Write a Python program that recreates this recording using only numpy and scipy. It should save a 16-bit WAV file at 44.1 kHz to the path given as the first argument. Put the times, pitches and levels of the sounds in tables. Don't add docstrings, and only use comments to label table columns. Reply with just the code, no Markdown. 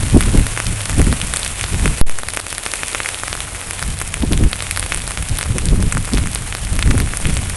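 import sys
import numpy as np
from scipy import signal
from scipy.fft import rfft, irfft, next_fast_len
from scipy.io import wavfile
from scipy.ndimage import uniform_filter1d, minimum_filter1d, map_coordinates

SR = 44100
rng = np.random.default_rng(int(sys.argv[2]) if len(sys.argv) > 2 else 0)


def wrap_up_sound(samples):
    columns = np.atleast_2d(samples).T
    tamed = np.clip(columns, -1, 1)
    steps = np.round(tamed * 32767).astype(np.int16)
    wavfile.write(sys.argv[1], SR, steps)


N = 333396
TIME_S = np.arange(N) / SR


def amp(db):
    return 10 ** (np.asarray(db) / 20)


def unit_rms(x):
    return x / np.sqrt(np.mean(x ** 2) + 1e-20)


def curve(rows):
    return np.interp(TIME_S, *np.transpose(rows))


def wobble(rate_hz):
    knots = rng.standard_normal(int(N * rate_hz / SR) + 4)
    return map_coordinates(knots, [TIME_S * rate_hz])


def filtered(x, response):
    size = next_fast_len(N + SR // 2)
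    return irfft(rfft(x, size) * response(np.fft.rfftfreq(size, 1 / SR)), size)[:N]


def coloured(x, spectrum):
    knots_hz, db = np.transpose(spectrum)
    return unit_rms(filtered(x, lambda hz: amp(np.interp(np.log(hz + 1), np.log(knots_hz), db))))


# frequency in Hz, density in dB.
TRAFFIC_SPECTRUM = [(15, -28), (28, -1), (60, 0), (90, 5), (140, -13.5), (300, -10), (650, -12.5),
                    (1500, -28)]
# time in seconds, firing rate in Hz, relative level in dB.
ENGINE_TRACK = [(0, 110.7, -30), (0.698, 104.5, -28.5), (1.45, 89, -33), (2.8, 92.7, -49), (4, 92, -35)]


def street(traffic_db=-38, engine_db=-1, waver=0.021):
    knots_s, firing_hz, track_db = np.transpose(ENGINE_TRACK)
    hz = np.interp(TIME_S, knots_s, firing_hz) * (1 + waver * wobble(17))
    level_db = np.interp(TIME_S, knots_s, track_db) + engine_db + 2.7 * wobble(11)
    engine = amp(level_db) * unit_rms(np.sin(2 * np.pi * np.cumsum(hz) / SR))
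    return engine + amp(traffic_db) * coloured(rng.standard_normal(N), TRAFFIC_SPECTRUM)


# time in seconds, buffet level in dB.
BREEZE_LEVELS = [(0.0, -27), (0.8, -30.5), (1.6, -25.5), (2.4, -37.5), (3.7, -33.5), (5.2, -25),
                 (6.4, -24.5), (7.56, -23)]
# peak time in seconds, buffet level in dB, half-length in seconds.
GUST_PEAKS = [(0.058, -16.5, 0.07), (0.156, -6.5, 0.039), (0.344, -9.5, 0.13), (0.694, -17, 0.056),
              (1.03, -9, 0.1), (1.244, -11.5, 0.013), (1.739, -14.5, 0.027), (1.86, -13.5, 0.091),
              (3.362, -31, 0.088), (3.906, -19, 0.098), (4.294, -13, 0.12), (4.429, -5.5, 0.039),
              (5.202, -18, 0.027), (5.32, -15.5, 0.023), (5.55, -14.5, 0.076), (5.766, -9.5, 0.11),
              (5.986, -17.5, 0.052), (6.21, -12.5, 0.054), (6.769, -12.5, 0.054), (6.895, -9, 0.053),
              (7.005, -10, 0.065), (7.319, -18, 0.087)]


def wind_strength_db(crest_shape=2.15):
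    gusts = [amp(db) * np.exp(-np.abs((TIME_S - peak_s) / half_s) ** crest_shape)
             for peak_s, db, half_s in GUST_PEAKS]
    return 10 * np.log10(amp(curve(BREEZE_LEVELS)) ** 2 + np.sum(np.square(gusts), 0))


def turbulence(spectrum, span_samples):
    noise = coloured(rng.standard_normal(N), spectrum)
    power = uniform_filter1d(uniform_filter1d(noise ** 2, span_samples), span_samples // 2)
    return noise / np.sqrt(np.abs(power) + 1e-6)


# frequency in Hz, density in dB.
RUMBLE_SPECTRUM = [(8, -10), (22, 0), (50, 0), (105, -7), (170, -11.5), (300, -26.5), (600, -77),
                   (1500, -90)]
EDDY_SPECTRUM = [(50, -12), (130, -2), (250, -4), (400, -10.5), (600, -21), (1100, -30.5), (2500, -54)]
# peak time in seconds, relative level in dB.
EDDY_PUFFS = [(0.151, -8), (0.166, -6), (0.28, -22), (0.352, -9.5), (0.999, -12), (1.074, -18),
              (1.13, -15.5), (1.858, -18.5), (4.236, -13.5), (4.321, -14), (4.411, -21), (5.563, -20.5),
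              (5.731, -19), (5.801, -20), (6.139, -12.5), (6.949, -13.5), (7.023, -22)]


def wind(rumble_db=-1, eddy_db=-16, strong_db=-11, eddy_db_per_db=1.32, puff_db=3, puff_s=0.0071):
    buffet_db = wind_strength_db() + 2.5 * wobble(22)
    flap_db = strong_db + eddy_db + eddy_db_per_db * (buffet_db - strong_db) + 3 * wobble(55)
    puffs = sum(amp(db + puff_db) * np.exp(-np.abs(TIME_S - peak_s) / puff_s)
                for peak_s, db in EDDY_PUFFS)
    rumble = amp(rumble_db + buffet_db) * turbulence(RUMBLE_SPECTRUM, span_samples=3000)
    eddies = (puffs + amp(flap_db)) * turbulence(EDDY_SPECTRUM, span_samples=900)
    return rumble + eddies


def port_drop(start_s=2.0137, peak=34, leak_s=0.015):
    age_s = TIME_S - start_s
    return (age_s > 0) * peak * np.exp(-np.abs(age_s) / leak_s)


# time in seconds, level in dB.
PATTER_LEVELS = [(0, -27.5), (2.0, -26.5), (2.08, -33.5), (2.5, -32), (2.9, -27.5), (3.6, -29.5),
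                 (4.25, -32), (4.75, -29), (5.8, -31), (7.56, -29)]
# frequency in Hz, density in dB.
PATTER_SPECTRUM = [(200, -13.5), (450, -3.5), (740, -2), (1200, -3), (1700, -2.5), (2500, -0.5),
                   (3200, -3.5), (4600, -8.5), (6500, -6), (8200, -2), (9800, 1), (10900, -3.5),
                   (12200, -10.5)]


def far_patter(clump_db=1.27):
    grains = rng.standard_normal(N) * np.exp(0.5 * rng.standard_normal(N))
    level_db = curve(PATTER_LEVELS) + clump_db * wobble(70)
    return amp(level_db) * coloured(grains, PATTER_SPECTRUM)


def ping(hz, swell_cycles, samples=256):
    cycles = np.minimum(hz, SR / 2)[:, None] * np.arange(samples) / SR
    wave = np.sin(2 * np.pi * cycles) * cycles * np.exp(-cycles / swell_cycles[:, None])
    return wave / np.sqrt(np.sum(wave ** 2, 1, keepdims=True) * 1000 / SR)


def impacts(start_s, tap_hz, tap_db, tick_db, snap_offset_db, snap_hz=5300, tick_hz=9600):
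    count = len(start_s)
    tap_length, tick_pitch, tick_length, snap_pitch, polarity = rng.standard_normal((count, 5)).T
    snap_db = snap_offset_db + (tap_db + tick_db) / 2
    tick_cycles = 1.1 * np.exp(0.25 * tick_length)
    tap = amp(tap_db)[:, None] * ping(tap_hz, 0.28 * np.exp(0.37 * tap_length))
    tick = amp(tick_db)[:, None] * ping(tick_hz * np.exp(0.07 * tick_pitch), tick_cycles)
    snap = amp(snap_db)[:, None] * ping(snap_hz * np.exp(0.26 * snap_pitch), np.full(count, 0.5))
    waves = np.sign(polarity)[:, None] * tick - tap - snap
    positions = np.round(start_s * SR).astype(int)[:, None] + np.arange(waves.shape[1])
    return np.bincount(positions.ravel(), waves.ravel(), N)[:N]


def splash(pellets, level_db=-14, t60_s=0.024, samples=4096):
    tail = rng.standard_normal(samples) * amp(-60 * np.arange(samples) / SR / t60_s)
    return amp(level_db) * signal.fftconvolve(pellets, tail / np.linalg.norm(tail))[:N]


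def scattered_pellets(count=2400, tap_hz=2500, nearest_db=12.5, loss_db_per_decade=15, area_ratio=38):
    when, area = rng.random((count, 2)).T
    pitch, hardness = rng.standard_normal((count, 2)).T
    over_patter_db = nearest_db - loss_db_per_decade * np.log10(1 + area_ratio * area)
    hardness_db = 4 * np.tanh(hardness)
    hits = impacts(when * N / SR, tap_hz * np.exp(0.4 * pitch), tap_db=over_patter_db - 1 - hardness_db,
                   tick_db=over_patter_db + hardness_db, snap_offset_db=-9)
    return amp(curve(PATTER_LEVELS)) * hits


# start in seconds, pitch of the struck spot in Hz,
# relative tap level in dB, relative tick level in dB.
NEAR_HITS = [(0.208, 1910, -7, -5.5), (0.2142, 2200, -22, -18), (0.5754, 1920, -11.5, -21),
             (0.6015, 1990, -10, -15.5), (0.6682, 3940, -20.5, -21), (0.8963, 2040, -15.5, -20),
             (1.0163, 2050, -11, -14), (1.127, 1540, -11.5, -18), (1.2153, 2900, -12.5, -22),
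             (1.3377, 1890, -5.5, -4), (1.3615, 2450, -10, -6), (1.3704, 4190, -13, -6),
             (1.6119, 2640, -13, -17), (1.6403, 3000, -6, -30), (1.8576, 2200, -2, -8),
             (2.0134, 1450, -20, -4), (2.096, 2200, -18, -20), (2.1873, 1650, -18, -19.5),
             (2.234, 1370, -17, -24), (2.2863, 2020, -15, -16), (2.3365, 3000, -20, -16),
             (2.3659, 2720, -27, -16.5), (2.3727, 2140, -6.5, -14), (2.4, 1430, -19, -19),
             (2.467, 2190, -19.5, -24), (2.5276, 2310, -16.5, -17.5), (2.5816, 1940, -18, -15),
             (2.6637, 2500, -9.5, -18), (2.7371, 2150, -7, -8.5), (2.8334, 2110, -11, -26),
             (2.9484, 2220, -5, -14), (3.003, 1910, -10.5, -34), (3.0596, 2100, -11.5, -29),
             (3.0892, 2280, -11, -14), (3.1452, 3020, -20, -24), (3.2351, 1360, -13, -24),
             (3.2808, 2120, -15, -19), (3.3295, 2870, -10, -23), (3.4046, 3450, -16, -18),
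             (3.7094, 2390, -16.5, -16), (3.8266, 1650, -13, -15), (4.0154, 1820, -10.5, -16),
             (4.1416, 2540, -9.5, -10), (4.3235, 3230, -17, -16.5), (4.3327, 2780, -13, -13),
             (4.3763, 2970, -18.5, -20), (4.5309, 2680, -7, -17), (4.6054, 2690, -15.5, -31),
             (4.6241, 1730, -18, -17.5), (4.711, 2390, -12, -7), (4.7627, 2550, -19, -21),
             (4.774, 1690, -11.5, -12), (4.796, 2610, -13, -4), (4.8277, 2390, -16, -36),
             (4.9216, 2200, -3, -15), (4.9457, 2960, -14, -10.5), (5.0774, 1510, -18.5, -17),
             (5.1745, 2470, -14.5, -28), (5.3865, 4520, -23, -11), (5.3899, 1530, -18, -17),
             (5.4115, 2030, -14.5, -19), (5.4291, 2353, -14, -19), (5.5835, 2380, -7.5, -8),
             (5.6562, 2720, -32, -14), (5.8263, 1730, -19, -16.5), (5.9243, 1950, -1, -0.5),
             (5.9709, 1390, -12.5, -33), (6.0538, 2840, -31, -18), (6.1352, 4680, -18, -15),
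             (6.1737, 2650, -13.5, -30), (6.1828, 1630, -16.5, -20.5), (6.2722, 1960, -18.5, -21),
             (6.3489, 3850, -33, -11.5), (6.3579, 2655, -15, -33), (6.5254, 2530, -15, -31),
             (6.5504, 2110, -14.5, -18), (6.7913, 2330, -12.5, -15), (6.8258, 2650, -4.5, -13),
             (6.8756, 1820, -16, -23), (6.912, 1830, -14, -27), (6.9792, 1600, -16, -17),
             (7.0018, 2055, -14, -14), (7.1362, 1710, -15.5, -33), (7.172, 2130, -17, -9),
             (7.2545, 2540, -12.5, -32), (7.369, 2330, -15.5, -27)]


def near_pellets(tap_gain_db=1.73, tick_gain_db=3, typical_hop_s=0.008, typical_hop_db=-15):
    start_s, hz, tap_db, tick_db = np.transpose(NEAR_HITS)
    flight, rebound, spot = rng.standard_normal((len(start_s), 3)).T
    landing_s = start_s + typical_hop_s * np.exp(0.7 * flight)
    hop_hz = hz * np.exp(0.25 * spot)
    hop_db = typical_hop_db + 3 * np.tanh(rebound)
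    hops = impacts(landing_s, hop_hz, tap_db + hop_db, tick_db + hop_db, snap_offset_db=-12)
    return hops + impacts(start_s, hz, tap_db + tap_gain_db, tick_db + tick_gain_db, snap_offset_db=-4)


def scene():
    pellets = near_pellets() + scattered_pellets()
    return (pellets + splash(pellets) + far_patter() + street() + wind() + port_drop())[None]


def record(dry, coupling_hz=3.2, top_hz=12750, rolloff_hz=1850, ceiling=0.98):
    clipped = np.clip(dry[0], -1.1, 1.1)
    coupled = signal.lfilter(*signal.butter(1, coupling_hz, "highpass", fs=SR), clipped)
    softened = filtered(coupled, lambda hz: np.clip((top_hz - hz) / rolloff_hz, 0, 1) ** 2)
    gain = minimum_filter1d(ceiling / np.maximum(np.abs(softened), ceiling), size=45)
    limited = softened * uniform_filter1d(gain, size=45)
    return filtered(limited, lambda hz: hz < top_hz)[None]


dry = scene()
out = record(dry)
wrap_up_sound(out)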